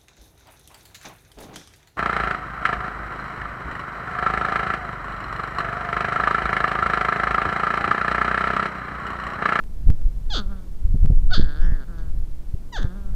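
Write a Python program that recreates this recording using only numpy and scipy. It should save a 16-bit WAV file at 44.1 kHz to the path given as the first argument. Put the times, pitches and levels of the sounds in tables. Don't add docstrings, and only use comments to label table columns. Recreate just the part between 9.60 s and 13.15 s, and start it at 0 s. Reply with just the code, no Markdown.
import sys
import numpy as np
from scipy import signal
from scipy.fft import rfft, irfft, next_fast_len
from scipy.io import wavfile
from scipy.ndimage import uniform_filter1d, map_coordinates

SR = 44100
rng = np.random.default_rng(int(sys.argv[2]) if len(sys.argv) > 2 else 0)


def generate_wav(sig):
    pcm = np.round(np.clip(np.atleast_2d(sig).T, -1, 1) * 32767).astype(np.int16)
    wavfile.write(sys.argv[1], SR, pcm)


N = 156555


def amp(db):
    return 10 ** (np.asarray(db) / 20)


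def unit(x):
    return x / np.sqrt(np.mean(x ** 2) + 1e-20)


def curves(rows):
    s, *columns = np.transpose(rows)
    return [np.interp(np.arange(N) / SR, s, column) for column in columns]


def wobble(knots_per_s):
    knots = rng.standard_normal(2048)
    return map_coordinates(knots, [np.arange(N) * knots_per_s / SR], mode='mirror')


def filtered(x, response):
    m = 2 * next_fast_len(N // 2 + 8192)
    gain = np.abs(response(np.fft.rfftfreq(m, 1 / SR)))
    cepstrum = irfft(np.log(np.maximum(gain, 1e-6)), m)
    cepstrum[1:m // 2] *= 2
    cepstrum[m // 2 + 1:] = 0
    return irfft(rfft(x, m) * np.exp(rfft(cepstrum)), m)[:N]


def colour(x, points):
    f, db = np.transpose(points)
    return filtered(x, lambda hz: amp(np.interp(np.log(hz + 1), np.log(f), db)))


def resonate(x, modes, levels_db):
    def response(f):
        return sum(amp(db) / (1 + (2 * (f - centre) / width) ** 2) ** 1.95
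                   for (centre, width), db in zip(modes, levels_db))
    return filtered(x, response)


def loudness(x):
    power = uniform_filter1d(uniform_filter1d(x * x, size=600), size=450)
    return np.sqrt(np.abs(power) + 1e-12)


def burst(start_s, decay_s):
    t = np.arange(N) / SR - start_s
    return (t >= 0) * np.exp(-np.abs(t) / decay_s) * rng.standard_normal(N)


# frequency_hz, relative_level_db
HISS_COLOUR = [(70, -16), (160, 0.5), (350, -8.5), (850, -20.5), (2500, -30), (15000, -36)]
HISS_DB = -50


def hiss():
    return amp(HISS_DB) * unit(colour(rng.standard_normal(N), HISS_COLOUR))


# time_s, level_db
RUMBLE_LEVEL = [(0, -24.5), (.18, -22.5), (.27, -11.5), (.4, -19.5), (.6, -20), (.78, -20), (1.19, -27),
                (1.27, -12.5), (1.85, -11.5), (1.91, -24.5), (2.08, -10), (2.23, -26), (2.55, -16),
                (2.85, -28.5), (3.1, -26.5), (3.22, -16.5), (3.35, -29.5), (3.55, -15.5)]
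# frequency_hz, relative_level_db
RUMBLE_COLOUR = [(22, 7.5), (45, -3.5), (80, -16), (150, -25.5), (300, -45), (800, -85)]


def rumble():
    level_db, = curves(RUMBLE_LEVEL)
    return amp(level_db) * unit(colour(rng.standard_normal(N), RUMBLE_COLOUR))


ROOM_DB, ROOM_T60_S = -16, 0.16


def room(x):
    t = np.arange(SR // 2) / SR
    tail = rng.standard_normal(len(t)) * np.exp(-np.log(1000) * t / ROOM_T60_S)
    return x + amp(ROOM_DB) * signal.fftconvolve(x, tail / np.linalg.norm(tail))[:N]


# time_s, impulse_db before colouring
CLICKS = [(0.039, -27), (.3029, -16.5), (.416, -30.5), (.784, -26), (1.460, -21), (1.5913, -33.5),
          (3.23, -23)]
# frequency_hz, gain_db
CLICK_COLOUR = [(1500, 10), (6000, -5), (15000, -11)]


def bright_clicks():
    impulses = np.zeros(N)
    for s, db in CLICKS:
        impulses[round(s * SR)] = amp(db)
    return colour(impulses, CLICK_COLOUR)


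# time_s, push_peak_db, strongest_hz
THUMPS = [(0.279, 1.5, 12.3), (.291, -21, 150), (.302, -3.5, 47.3), (0.459, -5, 14.3), (1.255, -5.5, 18.5),
          (1.345, -10, 62), (1.433, -2, 22.3), (1.448, -7, 60.6), (1.502, -5, 58), (1.524, -5, 27.5),
          (1.781, -10.5, 77), (1.797, -5.5, 87), (1.832, -12, 52), (2.123, -12, 44), (2.943, -12.5, 36),
          (3.248, -8.5, 47.2)]
# frequency_hz, gain_db
BEDDING_COLOUR = [(50, -9.5), (130, 7), (230, -4), (400, -11), (800, -26.5), (2000, -84.5)]
BEDDING_DECAY_S = 0.012


def thumps():
    push, shake = np.zeros(N), np.zeros(N)
    usual_hz = np.mean([row[2] for row in THUMPS])
    for s, db, hz in THUMPS:
        u = 2 * np.pi * hz * (np.arange(N) / SR - s)
        push += amp(db) * (u * u - 1) / (1 + u * u) ** 2
        shake += amp(db) * (hz / usual_hz) ** 1.52 * burst(s, BEDDING_DECAY_S)
    return push + colour(shake, BEDDING_COLOUR)


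JITTER_CYCLES, SHIMMER_DB, BITE_DB = 0.0099, 2.5, 2.5
RASP_DB, TREBLE_RASP_DB = -27, -11
CATCH_S = 0.009


def pulse_train(taps, shape, sizes):
    places = np.clip(taps, 0, N - 1).ravel()
    return unit(np.bincount(places, (shape * sizes[:, None]).ravel(), N))


def vocal_folds(pitch, catch_cycles):
    hz, = curves(pitch)
    hz = uniform_filter1d(hz, size=220)
    phase = np.cumsum(hz) / SR
    at = np.interp(np.arange(1, int(phase[-1])), phase, np.arange(N))
    rate = hz[at.astype(int)]
    slack = hz.min() / rate
    scatter, shimmer, bite = rng.standard_normal((len(at), 3)).T

    unsettled = catch_cycles * np.exp(-np.abs(at / SR - pitch[0][0]) / CATCH_S)
    at = at + (JITTER_CYCLES * slack + unsettled) * SR / rate * scatter
    taps = at.astype(int)[:, None] + np.arange(-7, 9)
    u = taps - at[:, None]
    shape = np.sinc(u) * np.cos(np.pi * u / 16) ** 2

    size = amp(SHIMMER_DB * slack * shimmer) * np.sqrt(slack)
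    puffs = rng.standard_normal(N) * (1 + np.cos(2 * np.pi * phase))
    air = unit(puffs * np.sqrt(hz.min() / hz))
    plain = pulse_train(taps, shape, size) + amp(RASP_DB) * air
    bright = pulse_train(taps, shape, size * amp(BITE_DB * slack * bite))
    return plain, bright + amp(TREBLE_RASP_DB) * (hz.min() / hz) ** 2 * air


# time_s, centre_hz
MOUTH = [(.79, 1383), (.87, 1260), (.94, 1410), (1.73, 1445), (1.81, 1630), (1.97, 1520), (2.13, 1766),
         (2.24, 1490), (3.22, 1625), (3.42, 1460)]
MOUTH_WIDTH_HZ = 271


def mouth(x):
    hz, = curves(MOUTH)
    turn = np.exp(2j * np.pi * np.cumsum(hz) / SR)
    lowpass = signal.butter(2, MOUTH_WIDTH_HZ / 2, fs=SR, output='sos')
    return (signal.sosfilt(lowpass, x / turn) * turn).real


# centre_hz, width_hz
THROAT = [(3450, 893), (4480, 1170), (6250, 1800), (7700, 830)]
LOWER_SHARE = 0.35
UPPER_FADE_DB = 13


def throat(x, rise_octaves, levels_db):
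    (lower, lower_width), (upper, upper_width), *top = THROAT
    rises = np.linspace(-.14, .42, 5)
    upper_only = np.eye(len(THROAT))[1]
    total = np.zeros(N)
    for rise, share in zip(rises, np.eye(len(rises))):
        modes = [(lower / 2 ** (LOWER_SHARE * rise), lower_width), (upper * 2 ** rise, upper_width), *top]
        shaped = resonate(x, modes, levels_db - UPPER_FADE_DB * rise * upper_only)
        total += np.interp(rise_octaves, rises, share) * shaped
    return total


# time_s, pitch_hz
PITCH_1 = [(.699, 949.2), (.706, 846.5), (.722, 827), (.735, 760.4), (.745, 653), (.755, 479.7),
           (.777, 277.8), (.795, 208.9), (.845, 186.8), (.91, 200.1), (1.0, 183.7)]
PITCH_2 = [(1.705, 680.2), (1.712, 737), (1.733, 747.6), (1.76, 487.4), (1.775, 337), (1.79, 232.1),
           (1.81, 173), (1.84, 147.2), (1.94, 146.4), (2.05, 172.5), (2.16, 155.6), (2.23, 128.1)]
PITCH_3 = [(2.28, 186), (2.33, 166.9), (2.5, 157)]
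PITCH_4 = [(3.122, 1011), (3.145, 922), (3.16, 834.3), (3.173, 716), (3.187, 467.7), (3.2, 301.6),
           (3.215, 208.4), (3.24, 171.2), (3.31, 179.4), (3.37, 202.1), (3.55, 186.5)]
# time_s, mouth_db, treble_db
LEVELS_1 = [(0.695, -49, -51), (.705, -50.5, -35.5), (0.742, -35.5, -28), (0.793, -33.5, -31.5),
            (.822, -48, -61.5), (.858, -57.5, -71), (.932, -49, -68), (.965, -58, -70), (1.12, -75, -82)]
LEVELS_2 = [(1.694, -60, -98), (1.709, -39, -43), (1.723, -26.5, -43), (1.736, -27, -25),
            (1.759, -34, -28.5), (1.83, -46.5, -48), (1.884, -47.5, -61), (1.897, -45.5, -53.5),
            (1.97, -48.5, -58), (2.05, -43, -56), (2.095, -46.5, -67), (2.195, -52.5, -69),
            (2.229, -50, -64), (2.256, -62, -75)]
LEVELS_3 = [(2.269, -61, -72), (2.31, -53, -71), (2.371, -57.5, -77), (2.385, -52.5, -61),
            (2.51, -66.5, -86)]
LEVELS_4 = [(3.119, -57, -71), (3.128, -45, -44.5), (3.166, -34, -36), (3.21, -43, -49.5),
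            (3.23, -43.5, -44.5), (3.245, -49.5, -66), (3.285, -54, -61.5), (3.32, -57, -72),
            (3.56, -64, -79)]
# pitch, levels, catch_cycles (unevenness of the first pulses), chest_db,
# chest_growth_db_per_octave of pitch, second_throat_resonance_db, third_throat_resonance_db
CRIES = [(PITCH_1, LEVELS_1, 0.014, -3.46, 2.7, -6, -20),
         (PITCH_2, LEVELS_2, 0.07, -4.5, 0.16, -1.2, -23.5), (PITCH_3, LEVELS_3, 0.057, -1.6, 1.9, 0, -9),
         (PITCH_4, LEVELS_4, 0, -0.15, 1.3, -10, -13)]
# frequency_hz, relative_level_db
CHEST_COLOUR = [(90, -8.5), (190, 11), (300, 1), (750, -10), (980, -14), (1250, -9), (2000, -40),
                (9000, -53)]
# time_s, rise_octaves
THROAT_RISE = [(1.97, 0), (2.07, 0.33), (2.16, 0)]
CHEST_DB, MOAN_DB, MOAN_HZ, CHEST_FOLLOWS = -50, -52, 180, 0.64
THROAT_TOP_DB = -33.5
FLUTTER_DB, DRIFT_OCTAVES, FLUTTER_PER_S = 2.4, 0.019, 55


def cry(pitch, levels, catch_cycles, chest_db, octave_db, second_db, third_db):
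    t = np.arange(N) / SR
    folds, bright = vocal_folds(pitch, catch_cycles)
    hz, = curves(pitch)
    mouth_db, treble_db = curves(levels)
    slack = hz.min() / hz
    flutter_db = FLUTTER_DB * slack * wobble(FLUTTER_PER_S)

    effort_db = CHEST_FOLLOWS * (mouth_db - MOAN_DB)
    low_db = CHEST_DB + chest_db + effort_db + octave_db * np.log2(hz / MOAN_HZ)
    chest = colour(folds, CHEST_COLOUR)
    highpass = signal.butter(4, 300, 'high', fs=SR, output='sos')
    overtones = signal.sosfiltfilt(highpass, chest)

    vowel = mouth(folds)
    rise = curves(THROAT_RISE)[0] + DRIFT_OCTAVES * slack ** 2 * wobble(FLUTTER_PER_S)
    treble = throat(bright, rise, [0, second_db, third_db, THROAT_TOP_DB])

    voice = amp(low_db + flutter_db / 2) * chest / loudness(overtones)
    voice += amp(mouth_db + flutter_db / 2) * vowel / loudness(vowel)
    voice += amp(treble_db + flutter_db) * treble / loudness(treble)
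    gate = np.clip(np.minimum(t - levels[0][0], levels[-1][0] - t) / .01, 0, 1)
    return gate * voice


def scene():
    cries = room(sum(cry(*row) for row in CRIES))
    return (hiss() + rumble() + bright_clicks() + thumps() + cries)[None]


CLIP_TOP, TOP_HZ = 0.72, 15600


def record(dry):
    rounded = dry / (1 + (dry / CLIP_TOP) ** 8) ** (1 / 8)
    m = next_fast_len(N + SR // 2)
    in_band = np.fft.rfftfreq(m, 1 / SR) < TOP_HZ
    return irfft(rfft(rounded, m) * in_band, m)[..., :N]


dry = scene()
out = record(dry)
generate_wav(out)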